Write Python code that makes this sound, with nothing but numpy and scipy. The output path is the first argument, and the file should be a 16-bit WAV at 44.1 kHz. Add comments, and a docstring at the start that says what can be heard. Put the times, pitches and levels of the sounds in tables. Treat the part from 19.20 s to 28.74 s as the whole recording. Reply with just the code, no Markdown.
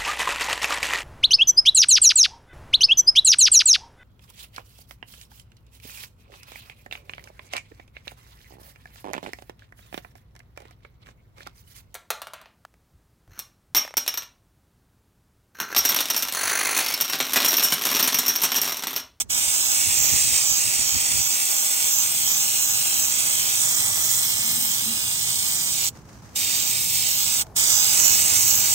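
"""Spray can on a steel arm

An aerosol can of cleaner is flicked to and fro over the steel arm of a digger, in long blasts with short breaks.
Bursting slugs of liquid modulate turbulent noise; moving echoes off the steel comb it, and two close ports
receive it with changing phase and balance. The jet also rings a hollow in the arm, and solvent fizzes on the steel.
Behind it are filtered-noise wind and site rumble, and a far engine made as a narrow resonance of noise.
"""
import sys
import numpy as np
from scipy import signal
from scipy.fft import rfft, irfft, next_fast_len
from scipy.io import wavfile

SR = 44100
rng = np.random.default_rng(int(sys.argv[2]) if len(sys.argv) > 2 else 0)


def persist_wave(psi):
    """Save psi, clipped to +-1, as 16-bit WAV."""
    counts = np.round(np.clip(psi, -1, 1) * 32767).astype(np.int16)
    wavfile.write(sys.argv[1], SR, np.atleast_2d(counts).T)


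N = 420713
TIME = np.arange(N) / SR   # seconds
HOP = 256   # samples between the short-time spectra of the spray


def from_db(db):
    """Logarithmic level: decibels to amplitude gain."""
    return 10 ** (np.asarray(db) / 20)


def rms_one(x):
    """Normalisation: scale to unit mean power."""
    return x / np.sqrt(np.mean(x ** 2) + 1e-20)


def in_time(rows, times=TIME):
    """Linear interpolation: the columns of a curve at the given times."""
    points_s, *columns = np.transpose(rows)
    return [np.interp(times, points_s, column) for column in columns]


def at_hz(rows, hz):
    """Interpolation on a logarithmic pitch scale: the columns of a spectrum at the given frequencies."""
    points_hz, *columns = np.transpose(rows)
    return [np.interp(np.log(hz + 1), np.log(points_hz), column) for column in columns]


def drift(rate_hz, size=N, step=1):
    """Low-passed random fluctuation of unit rms, one value for every step samples."""
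    r = np.exp(-2 * np.pi * rate_hz * step / SR)
    noise = rng.standard_normal(2 * size)
    return rms_one(signal.lfilter([1], [1, -2 * r, r * r], noise)[size:])   # drops the filter's start


def shaped(x, response):
    """Linear filtering: multiply the spectrum by a response that is a function of frequency."""
    size = next_fast_len(N, True)
    hz = np.arange(size // 2 + 1) * SR / size
    return irfft(rfft(x, size) * response(hz), size)[..., :N]


def stereo_noise(spectrum, alike):
    """Partial coherence: coloured noise, partly shared by the two sides and rolled off below 30 Hz."""
    alike = np.clip(alike, 0, 1)
    shared = np.sqrt(alike) * rng.standard_normal(N)
    white = shared + np.sqrt(1 - alike) * rng.standard_normal((2, N))
    return rms_one(shaped(white, lambda hz: from_db(at_hz(spectrum, hz)[0]) * hz ** 4 / (hz ** 4 + 30 ** 4)))


def resonance(hz, width_hz):
    """Resonance: a lightly damped mode selects a narrow band of noise."""
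    r = np.exp(-np.pi * width_hz / SR)
    poles = [1, -2 * r * np.cos(2 * np.pi * hz / SR), r * r]
    return rms_one(signal.lfilter([1, 0, -1], poles, rng.standard_normal(N)))


def panned(x, lean_db):
    """Level difference between the ports: lean a sound to the left by so many dB."""
    return x * from_db(np.array([[lean_db], [-lean_db]]) / 2)


def swell(centre, half_width, points=TIME):
    """Gaussian envelope: a smooth rise and fall around one time or frequency."""
    return np.exp(-((points - centre) / half_width) ** 2)


def puffs(rows):
    """Superposition: a gain that swells once for each row of centre, peak level and half length."""
    return sum(from_db(peak_db) * swell(centre_s, half_s) for centre_s, peak_db, half_s in rows)


def sputter(slugs_per_s, slug_s, slug_db, surge_db, surge_hz):
    """Shot noise: slugs arrive at random, burst suddenly and decay, on a flow that surges."""
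    arrivals = rng.random(N) < slugs_per_s / SR
    bursts = arrivals * np.minimum(rng.exponential(1, N), 4)
    slugs = signal.lfilter([1], [1, -np.exp(-1 / (slug_s * SR))], bursts + 1e-18)
    return rms_one(np.sqrt(1 + from_db(slug_db) ** 2 * slugs) * from_db(surge_db * drift(surge_hz)))


# dull noise of the yard, before its level setting: time_s, base_level_db
YARD_BASE_LEVEL = [(2.4, -63), (2.9, -53.5), (4.0, -52), (4.7, -49), (5.8, -49), (8.0, -49.5), (8.4, -52),
                   (9.0, -47.5)]
# its spectrum: pitch_hz, relative_density_db
YARD_SPECTRUM = [(21, -36), (35, -13), (70, -3), (116, 0.5), (175, -3), (460, -16), (600, -18.5),
                 (1050, -19.5), (1450, -27), (2290, -52), (2740, -43), (3030, -40), (10000, -57),
                 (15500, -60)]
# deep rumble that grows on the site: time_s, level_db
RUMBLE_LEVEL = [(2.7, -75), (6.0, -60), (7.1, -55.5), (8.3, -50.5), (9.0, -47)]
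# its spectrum: pitch_hz, relative_density_db
RUMBLE_SPECTRUM = [(22, -30), (45, -6), (85, 0), (130, -9), (250, -29), (600, -48)]
# brief swelling of the site's middle range: centre_s, peak_db, half_length_s
SURGES = [(8.29, -50.5, 0.17)]
# its spectrum: pitch_hz, relative_density_db
SURGE_SPECTRUM = [(150, -20), (400, -1), (900, 0), (1300, -13), (3000, -30)]


def yard(level_db, engine_db):
    """Superposition of incoherent sources: dull noise, deep rumble and a far engine's unsteady drone."""
    drone = from_db(engine_db) * resonance(hz=114, width_hz=8)   # level relative to the dull noise
    rumble = panned(from_db(in_time(RUMBLE_LEVEL)[0]) * stereo_noise(RUMBLE_SPECTRUM, alike=0.95), lean_db=-3)
    surge = puffs(SURGES) * stereo_noise(SURGE_SPECTRUM, alike=0.72)
    strength = from_db(in_time(YARD_BASE_LEVEL)[0] + level_db)
    dull = strength * (stereo_noise(YARD_SPECTRUM, alike=0.95) + drone)
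    return rumble + surge + panned(dull, lean_db=-1)


# breeze on the ports, before its level setting and lumps: time_s, base_level_db
BREEZE = [(0.0, -56), (0.5, -52), (0.95, -44.5), (1.3, -51.5), (2.0, -49.5), (2.3, -66), (2.7, -75),
          (9.0, -66)]
# gusts, each peaking one half length after its start, before their level setting: start_s, base_peak_db
GUSTS = [(0.664, -39), (0.917, -31), (1.125, -39), (1.302, -35), (1.454, -39), (1.582, -36), (1.741, -33),
         (1.91, -41), (1.98, -38)]
# spectrum of the buffeting: pitch_hz, relative_density_db
WIND_SPECTRUM = [(22, -36), (45, -1), (80, -2.5), (130, -6.5), (220, -13.5), (500, -26), (1500, -70)]


def wind(level_db, gust_db, gust_s, lumps_db):
    """Turbulent pressure: low buffeting, mostly on the right, pushes one port while it pulls the other."""
    gusts = sum(from_db(peak_db + gust_db) * swell(start_s + gust_s, gust_s) for start_s, peak_db in GUSTS)
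    breeze = from_db(in_time(BREEZE)[0] + level_db + lumps_db * drift(6.6))
    buffeting = stereo_noise(WIND_SPECTRUM, alike=.7) * [[-1], [1]]
    return panned((breeze + gusts) * buffeting, lean_db=-8.5)


# solvent fizzing on the wet steel: time_s, level_db
FIZZ_LEVEL = [(0, -61), (6.95, -54.5), (7.06, -50.5), (7.14, -46), (8.3, -57)]
# its spectrum: pitch_hz, relative_density_db
FIZZ_SPECTRUM = [(1500, 2.5), (3500, -9), (4800, -4), (6300, -1), (8000, -8), (11000, -15.5), (15000, -14)]
# short faint puffs of noise between the blasts: centre_s, peak_db, half_length_s
FAINT_PUFFS = [(0.095, -52, 0.0015), (6.76, -56, 0.012), (8.269, -47, 0.002)]


def fizzing():
    """Bubble noise: many random small bursts modulate the noise of fizzing solvent and of short faint puffs."""
    bubbling = sputter(slugs_per_s=160, slug_s=0.0026, slug_db=1, surge_db=2.5, surge_hz=7.9)
    strength = from_db(in_time(FIZZ_LEVEL)[0]) + puffs(FAINT_PUFFS)
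    return strength * bubbling * panned(stereo_noise(FIZZ_SPECTRUM, alike=0.085), lean_db=-0.5)


# the jet crosses the opening in the hollow arm: centre_s, peak_db, half_length_s
CROSSINGS = [(5.36, -42, 0.17), (5.71, -38.5, 0.065)]


def blown_hollow():
    """Cavity resonance: the jet's turbulence rings the hollow as it crosses the opening."""
    return panned(puffs(CROSSINGS) * resonance(hz=222.6, width_hz=5.7), lean_db=-1.5)


# flicks of the wrist, out to the side and back: turning_point_s, reach (0-1), added_slant
SWEEPS = [(0.14, 0.06, 0.32), (0.46, 0.25, 1), (0.85, 0.84, 0.25), (1.31, 0.7, 0.98), (1.7, 0.54, 0.74),
          (2.06, 0.63, 0.72), (2.39, 0.2, 0.54), (2.77, 0.8, .6), (3.13, 0.75, 1.1), (3.49, 0.45, 0.83),
          (3.84, 0.34, 0.29), (4.17, 0.16, 0.27), (4.88, 0.4, 0), (5.54, 0.2, 0.3), (5.77, 0, 0.081),
          (6.02, 0.14, 0.32), (6.33, 0, 0), (6.65, 0.37, 0), (7.43, 0.3, 0.37), (7.97, 0.5, 0.47),
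          (8.57, 0.5, 0.049), (8.88, 0.66, 0.29), (9.34, 0.56, 0.26)]
SWEEP_S = 0.077   # half length of a flick
# a full reach beams the hiss to the right and lengthens its echoes
SWEEP_LEAN_DB, SWEEP_DETOUR_MS = 3, 0.059


def sweep(times):
    """Directivity: how far the wrist has turned the jet from its mean direction."""
    turn = sum(reach * swell(turning_s, SWEEP_S, times) for turning_s, reach, _ in SWEEPS)
    return turn - turn.mean()


# spells with the valve open: open_s, shut_s
PRESSES = [(-.05, 0.019), (0.102, 6.687), (7.16, 8.221), (8.364, 9.8)]


def valve(open_db_per_s, shut_db_per_s, tail_db, tail_t60):
    """Exponential growth and decay: the valve snaps open and shut; a brief tail hangs between the steel parts."""
    flow = np.zeros(N)
    for opens, shuts in PRESSES:
        before, after = np.maximum(opens - TIME, 0), np.maximum(TIME - shuts, 0)
        closing = np.maximum(-shut_db_per_s * after, tail_db - 60 * after / tail_t60)
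        flow = np.maximum(flow, from_db(np.maximum(closing - open_db_per_s * before, -120)))
    return flow


# basic spectrum of the jet: pitch_hz, relative_density_db
JET_SPECTRUM = [(40, -46), (150, -26.5), (300, -18), (480, -22), (800, -12.2), (1200, -12.5), (1550, -10),
                (2000, -9.5), (2800, -6), (3500, -10), (4200, -7.5), (5000, -3.5), (6100, -2),
                (6900, -1.15), (8200, 0), (9800, -9), (11300, -6), (12400, -6), (14200, -4), (15600, -2)]
# nearness of the can to the steel and the listener: time_s, gain_db (before each part's share)
NEARNESS = [(0.135, 0), (0.165, 1.5), (0.98, 3.5), (1.9, 1), (3.3, 0.96), (4.55, 1.5), (5.2, -1.5),
            (6.3, -2.5), (6.68, -1), (7.25, -0.7), (7.65, -1.5), (8.2, 1.1), (8.4, 3), (8.87, 6),
            (9.05, 4.5), (9.54, 4)]
# parts of the spray, in order rush of air, splash on the steel, hiss of the nozzle, sizzle, fine mist:
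# from_hz, to_hz, share of the nearness gain (ratio), change_db at full reach
PARTS = [(500, 1650, 1.12, -1), (2730, 5560, 0.36, -0.2), (5570, 7200, 1.13, 4.5), (8800, 10840, 0.62, -10),
         (11300, 16000, 0.67, 4)]
# treble above the sizzle: time_s, gain_db
TREBLE = [(0.13, -4.5), (1.9, -5.5), (2.6, -1.5), (4.4, -2), (5.35, 0.5), (5.7, -2.5), (6.4, -3.5),
          (7.65, -0.5), (8.8, -1.6), (9.54, 0)]
# the treble gain fades in between these two: pitch_hz
TREBLE_HZ = (9700, 10800)
# gain of the splash band, rising slightly towards the end: time_s, gain_db
SPLASH = [(6.5, 2), (7.2, 2.5), (9.54, 3)]
# the splash gain fades in over the first pair and out over the second: pitch_hz
SPLASH_HZ = (2700, 3500, 4700, 5600)


def jet_colour(hz, times, waver_db, waver_hz):
    """Time-varying spectrum: each part follows nearness and the flicks, and wavers a little by itself."""
    near_db, turn = in_time(NEARNESS, times)[0], sweep(times)
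    levels = []
    for _, _, share, turn_db in PARTS:
        waver = waver_db * drift(waver_hz, size=len(times), step=HOP)
        levels.append(share * near_db + turn_db * turn + waver)
    edges_hz = np.sort(np.array(PARTS)[:, :2].ravel())
    # each part is full within its edges and blends into its neighbours between them
    shares = np.array([np.interp(hz, edges_hz, np.repeat(part, 2)) for part in np.eye(len(PARTS))])
    parts_db = shares.T @ np.array(levels)
    treble_db = np.outer(np.interp(hz, TREBLE_HZ, [0, 1]), in_time(TREBLE, times)[0])
    splash_db = np.outer(np.interp(hz, SPLASH_HZ, [0, 1, 1, 0]), in_time(SPLASH, times)[0])
    return from_db(at_hz(JET_SPECTRUM, hz)[0][:, None] + parts_db + treble_db + splash_db)


def echo(hz, delay_ms):
    """Propagation delay: a phase lag proportional to frequency, on a path that changes with time."""
    angle = (2 * np.pi * hz[:, None] * delay_ms / 1000).astype(np.float32)
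    return np.cos(angle) - 1j * np.sin(angle)


def clutter(hz, times, farthest_ms, swing_ms, swing_hz, count=4):
    """Scattering: echoes off hand, hoses and rams swing in path length, so the hiss swirls."""
    delays_ms = np.linspace(.9, farthest_ms, count) * rng.uniform(.85, 1.15, count)
    flick_ms = SWEEP_DETOUR_MS * sweep(times)
    paths = 0
    for delay_ms in delays_ms:
        wander_ms = swing_ms * drift(swing_hz, size=len(times), step=HOP)
        paths = paths + echo(hz, delay_ms + flick_ms + wander_ms)
    return paths * (np.minimum(hz / 3200, 1) / np.sqrt(count))[:, None]   # small parts reflect mainly short waves


# a lower and an upper pitch where the two sides are set in antiphase: slant (0-2), lower_hz, upper_hz
OPPOSED = [(0, 1430, 4850), (.2, 1600, 4900), (.55, 1900, 5200), (1.1, 1950, 4200), (1.3, 2650, 4300),
           (2.1, 2750, 4450)]
# half widths of the antiphase bands: lower_hz, upper_hz
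OPPOSED_WIDTH_HZ = (115, 200)


def opposition(hz, slant):
    """Antiphase: how fully the two sides are opposed, 0-1, around a lower and an upper pitch."""
    slants, *pitches = np.transpose(OPPOSED)
    bands = []
    for centres_hz, width_hz in zip(pitches, OPPOSED_WIDTH_HZ):
        centre_hz = np.interp(slant, slants, centres_hz)
        bands.append(np.exp(-((hz[:, None] - centre_hz) / width_hz) ** 4))
    return bands


# the two ports in the bass and the top treble, for every slant:
# pitch_hz, left_lead_rad, likeness (0-1, before blending), left_minus_right_db
PORTS = [(150, -0.2, 0.95, -3), (8450, -0.95, 0.88, -1.5), (9400, 1.6, 0.85, -0.3), (10000, 2.7, 0.97, 0),
         (10500, 3.14, 0.997, 0), (10850, 3.5, 0.98, 0), (11200, 4.5, 0.9, 0), (12100, 6.28, 0.9, 0),
         (13300, 8.3, 0.92, 0), (13900, 9.42, 0.997, 0), (14400, 10.3, 0.94, 0), (15500, 12.6, 0.9, 0)]
# between them, jet square on the steel: pitch_hz, left_lead_rad, likeness (0-1), left_minus_right_db
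SQUARE = [(700, -1.8, .92, -9), (1100, -2.5, .92, -3), (1250, -2.8, .93, -1), (1420, -3.14, .985, 0),
          (1750, -3.7, .88, 0), (2050, -4.3, .75, -2), (2500, -5.8, .65, -5), (2900, -7.3, .55, -4),
          (3300, -5.3, .35, -6), (3700, -6.4, .6, -7), (4200, -6.7, .75, -3), (4700, -9.4, .3, -5),
          (5200, -9.5, .75, -6), (5700, -11.3, .55, -6), (6200, -12.4, .72, -8), (6700, -12.1, .45, -5),
          (7200, -12.9, .72, -7.5), (7900, -11.6, .82, -3.5)]
# jet slanting across the steel: pitch_hz, left_lead_rad, likeness (0-1), left_minus_right_db
SLANTED = [(700, -1.5, .92, -6), (1100, -2.0, .86, -3.5), (1500, -3.3, .62, 1.5), (1850, -3.0, .997, 0),
           (2050, -3.0, .99, .3), (2500, -3.1, .8, -3), (2900, -3.6, .7, -6), (3300, -6.3, .62, -4),
           (3700, -5.6, .3, -9), (4300, -3.1, .72, -2), (4700, -3.4, .5, -1), (5200, -2.9, .78, -2),
           (5700, -3.4, .62, -3), (6200, -5.8, .78, -4), (6700, -5.8, .4, -8), (7200, -5.8, .8, -11),
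           (7900, -5.5, .82, -5)]
# jet grazing along the steel: pitch_hz, left_lead_rad, likeness (0-1), left_minus_right_db
GRAZING = [(700, -1.15, .9, -4), (1100, -1.4, .82, -4), (1450, -2.7, .72, -2), (1800, -2.3, .78, 0),
           (2100, -2.3, .72, 2), (2300, -2.75, .85, 1.5), (2550, -3.1, .992, 0), (2900, -3.15, .995, 0),
           (3300, -4.7, .62, -6), (3700, -6.8, .35, -5), (4200, -9.1, .5, -5), (4700, -6.3, .48, -5),
           (5200, -6.8, .2, -9), (5700, -5.7, .52, -9), (6200, -6.2, .58, -5), (6700, -7.5, .52, -8),
           (7200, -6.3, .45, -8), (7900, -5.1, .88, -5)]
# how the jet meets the steel between flicks: time_s, slant (0 square on, 1 slanting, 2 grazing)
SLANT = [(0.0, 0.73), (0.7, 0.041), (1.9, 0.016), (2.6, 0.39), (2.95, 0.48), (3.3, 0.49), (4.0, 0.52),
         (4.33, 0.48), (4.47, 1.8), (4.9, 1.8), (5.3, 1.9), (5.5, 1.22), (6.22, 1.29), (6.36, 1.7),
         (6.45, 1.8), (6.54, 0.6), (7.2, 0.02), (7.85, .1), (8.2, 0.69), (8.37, 1.6), (8.52, 1.43),
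         (8.62, 1.03), (8.78, 0.17), (9.54, 0.31)]


def port_pair(hz, times):
    """Mutual coherence: phase, likeness and balance of the ports shift with the slant of the jet."""
    slant = in_time(SLANT, times)[0]
    slant = slant + sum(tilt * swell(turning_s, SWEEP_S, times) for turning_s, _, tilt in SWEEPS)
    tables, cross, balance_db = (SQUARE, SLANTED, GRAZING), 0, 0
    for table, corner in zip(tables, np.eye(len(tables))):
        rows = np.array(sorted(PORTS + table))
        rows[:, 1] = np.unwrap(rows[:, 1])
        phase, alike, lean_db = at_hz(rows, hz)
        share = np.interp(slant, np.arange(len(tables)), corner)
        cross = cross + np.outer(alike * np.exp(1j * phase), share)
        balance_db = balance_db + np.outer(lean_db, share)
    lower, upper = opposition(hz, slant)
    cross = cross * (1 - lower - upper) - lower - upper   # -1 is full antiphase
    balance_db = balance_db * (1 - lower)
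    return [c.astype(np.float32) for c in (np.angle(cross), np.abs(cross) ** .75, balance_db)]


# detour of the hiss by way of the steel, before the flicks: time_s, left_delay_ms, right_delay_ms
MIRROR = [(0.0, 1.04, 1.23), (0.7, 0.88, 1.15), (1.1, 0.71, 1.23), (1.85, .75, 1.13), (2.2, 0.84, 1.11),
          (2.9, 0.99, 1.2), (4.25, 0.85, 1.26), (4.6, 1, 1.44), (5.3, 1.0, 1.17), (5.8, 0.52, .6),
          (6.35, 0.94, 1), (7.25, 1.14, 1.06), (7.7, 1.3, 0.94), (8.1, 1.05, 0.51), (8.5, 0.51, 0.62),
          (9.1, 0.61, 0.7), (9.54, 0.75, 0.68)]
# strength of that echo, greatest when the flat of the arm faces the can: time_s, echo_db
FACING = [(0, -17), (4.2, -23), (4.6, -21), (5.2, -14.5), (5.6, -15), (9.5, -16)]
# aim of the can between flicks: time_s, left_minus_right_db
AIM = [(0.13, -1), (1.1, 0.5), (1.55, 1.5), (2.9, 1.5), (4.1, 0), (5.0, -1), (6.67, 0.5), (7.2, 1),
       (8.5, -2), (9.54, -1.8)]
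CLUTTER_DB = -5.5


def at_ports(hz, times, shared, scattered):
    """Interference: direct sound and echoes combine at two ports whose phase and balance depend on pitch."""
    phase, alike, balance_db = port_pair(hz, times)
    unlike = np.sqrt(1 - alike ** 2)
    mirrored, flick_ms = from_db(in_time(FACING, times)[0]), SWEEP_DETOUR_MS * sweep(times)
    reach = np.interp(hz, [2000, 3500], [0, 1])[:, None]   # the steel mirrors only the higher pitches
    to_left, to_right = (1 + mirrored * reach * echo(hz, ms + flick_ms) for ms in in_time(MIRROR, times))
    common, own = (from_db(CLUTTER_DB) * clutter(hz, times, farthest_ms=3.2, swing_ms=0.07, swing_hz=1.27)
                   for _ in range(2))
    left_paths = to_left + alike * common + unlike * own
    left = (alike * shared + unlike * scattered) * left_paths * np.exp(1j * phase)
    right = shared * (to_right + common)
    lean_db = in_time(AIM, times)[0] - SWEEP_LEAN_DB * sweep(times)
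    beamed = np.interp(hz, [4000, 5600, 8000, 9500], [0, 1, 1, 0])[:, None]   # band that follows the aim
    ratio = from_db(balance_db + beamed * lean_db)
    return np.array([left * ratio, right]) / np.sqrt(1 + ratio ** 2)


# band that the can and hand shade from the left port: time_s, centre_hz, depth_db, half_width_hz
LEFT_SHADE = [(0.1, 4200, -11, 450), (1.1, 4140, -3, 453), (1.55, 3600, -9, 600), (2.2, 4470, -8, 600),
              (2.7, 4850, -7, 600), (3.4, 4550, -8, 590), (4.2, 4730, -6, 700), (4.7, 4650, -7, 1000),
              (5.1, 4900, -11, 600), (5.8, 5100, -11, 704), (6.5, 5300, -10, 650), (7.2, 4700, -11, 450),
              (8.5, 5500, -3.5, 486), (9.54, 4800, -1, 500)]
# the same for the right port: time_s, centre_hz, depth_db, half_width_hz
RIGHT_SHADE = [(0.1, 4700, -9.5, 500), (1.0, 4400, -1.5, 500), (2.2, 4160, -4, 700), (3.0, 4730, -4.5, 900),
               (4.2, 4700, -4.5, 810), (5.2, 4770, -5.5, 450), (6.5, 4880, -1, 450),
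               (9.54, 4100, -3.5, 450)]


def shade(hz, times):
    """Acoustic shadow: each port loses a band of the hiss, which wanders as the can moves."""
    tracks = [in_time(table, times) for table in (LEFT_SHADE, RIGHT_SHADE)]
    return from_db([depth_db * swell(centre_hz, width_hz, hz[:, None])
                    for centre_hz, depth_db, width_hz in tracks])


def spray(level_db):
    """Jet noise: sputtering turbulence is coloured by the jet and its paths, and let out by the valve."""
    grain = sputter(slugs_per_s=420, slug_s=0.0007, slug_db=-2.0, surge_db=0.45, surge_hz=22)
    turbulence = rng.standard_normal((2, N)) * grain
    hz, times, noises = signal.stft(turbulence, SR, nperseg=4 * HOP, noverlap=3 * HOP)
    received = at_ports(hz, times, *noises) * shade(hz, times)
    pair = received * jet_colour(hz, times, waver_db=0.75, waver_hz=4.0)
    hiss = signal.istft(pair, SR, nperseg=4 * HOP, noverlap=3 * HOP)[1][:, :N]
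    flow = valve(open_db_per_s=2600, shut_db_per_s=1408, tail_db=-33, tail_t60=0.07)
    return from_db(level_db) * hiss * flow


def scene():
    """Superposition: the open air, the fizzing steel, the blown hollow and the spray."""
    air = yard(level_db=2.5, engine_db=-7.5) + wind(level_db=4.0, gust_db=-2.5, gust_s=0.018, lumps_db=3.0)
    return air + fizzing() + blown_hollow() + spray(level_db=-12.5)


def record(dry):
    """Low-pass filtering: the top is cut steeply at 15750 Hz."""
    return shaped(dry, lambda hz: 1 / np.sqrt(1 + (hz / 15750) ** 500))


dry = scene()
out = record(dry)
persist_wave(out)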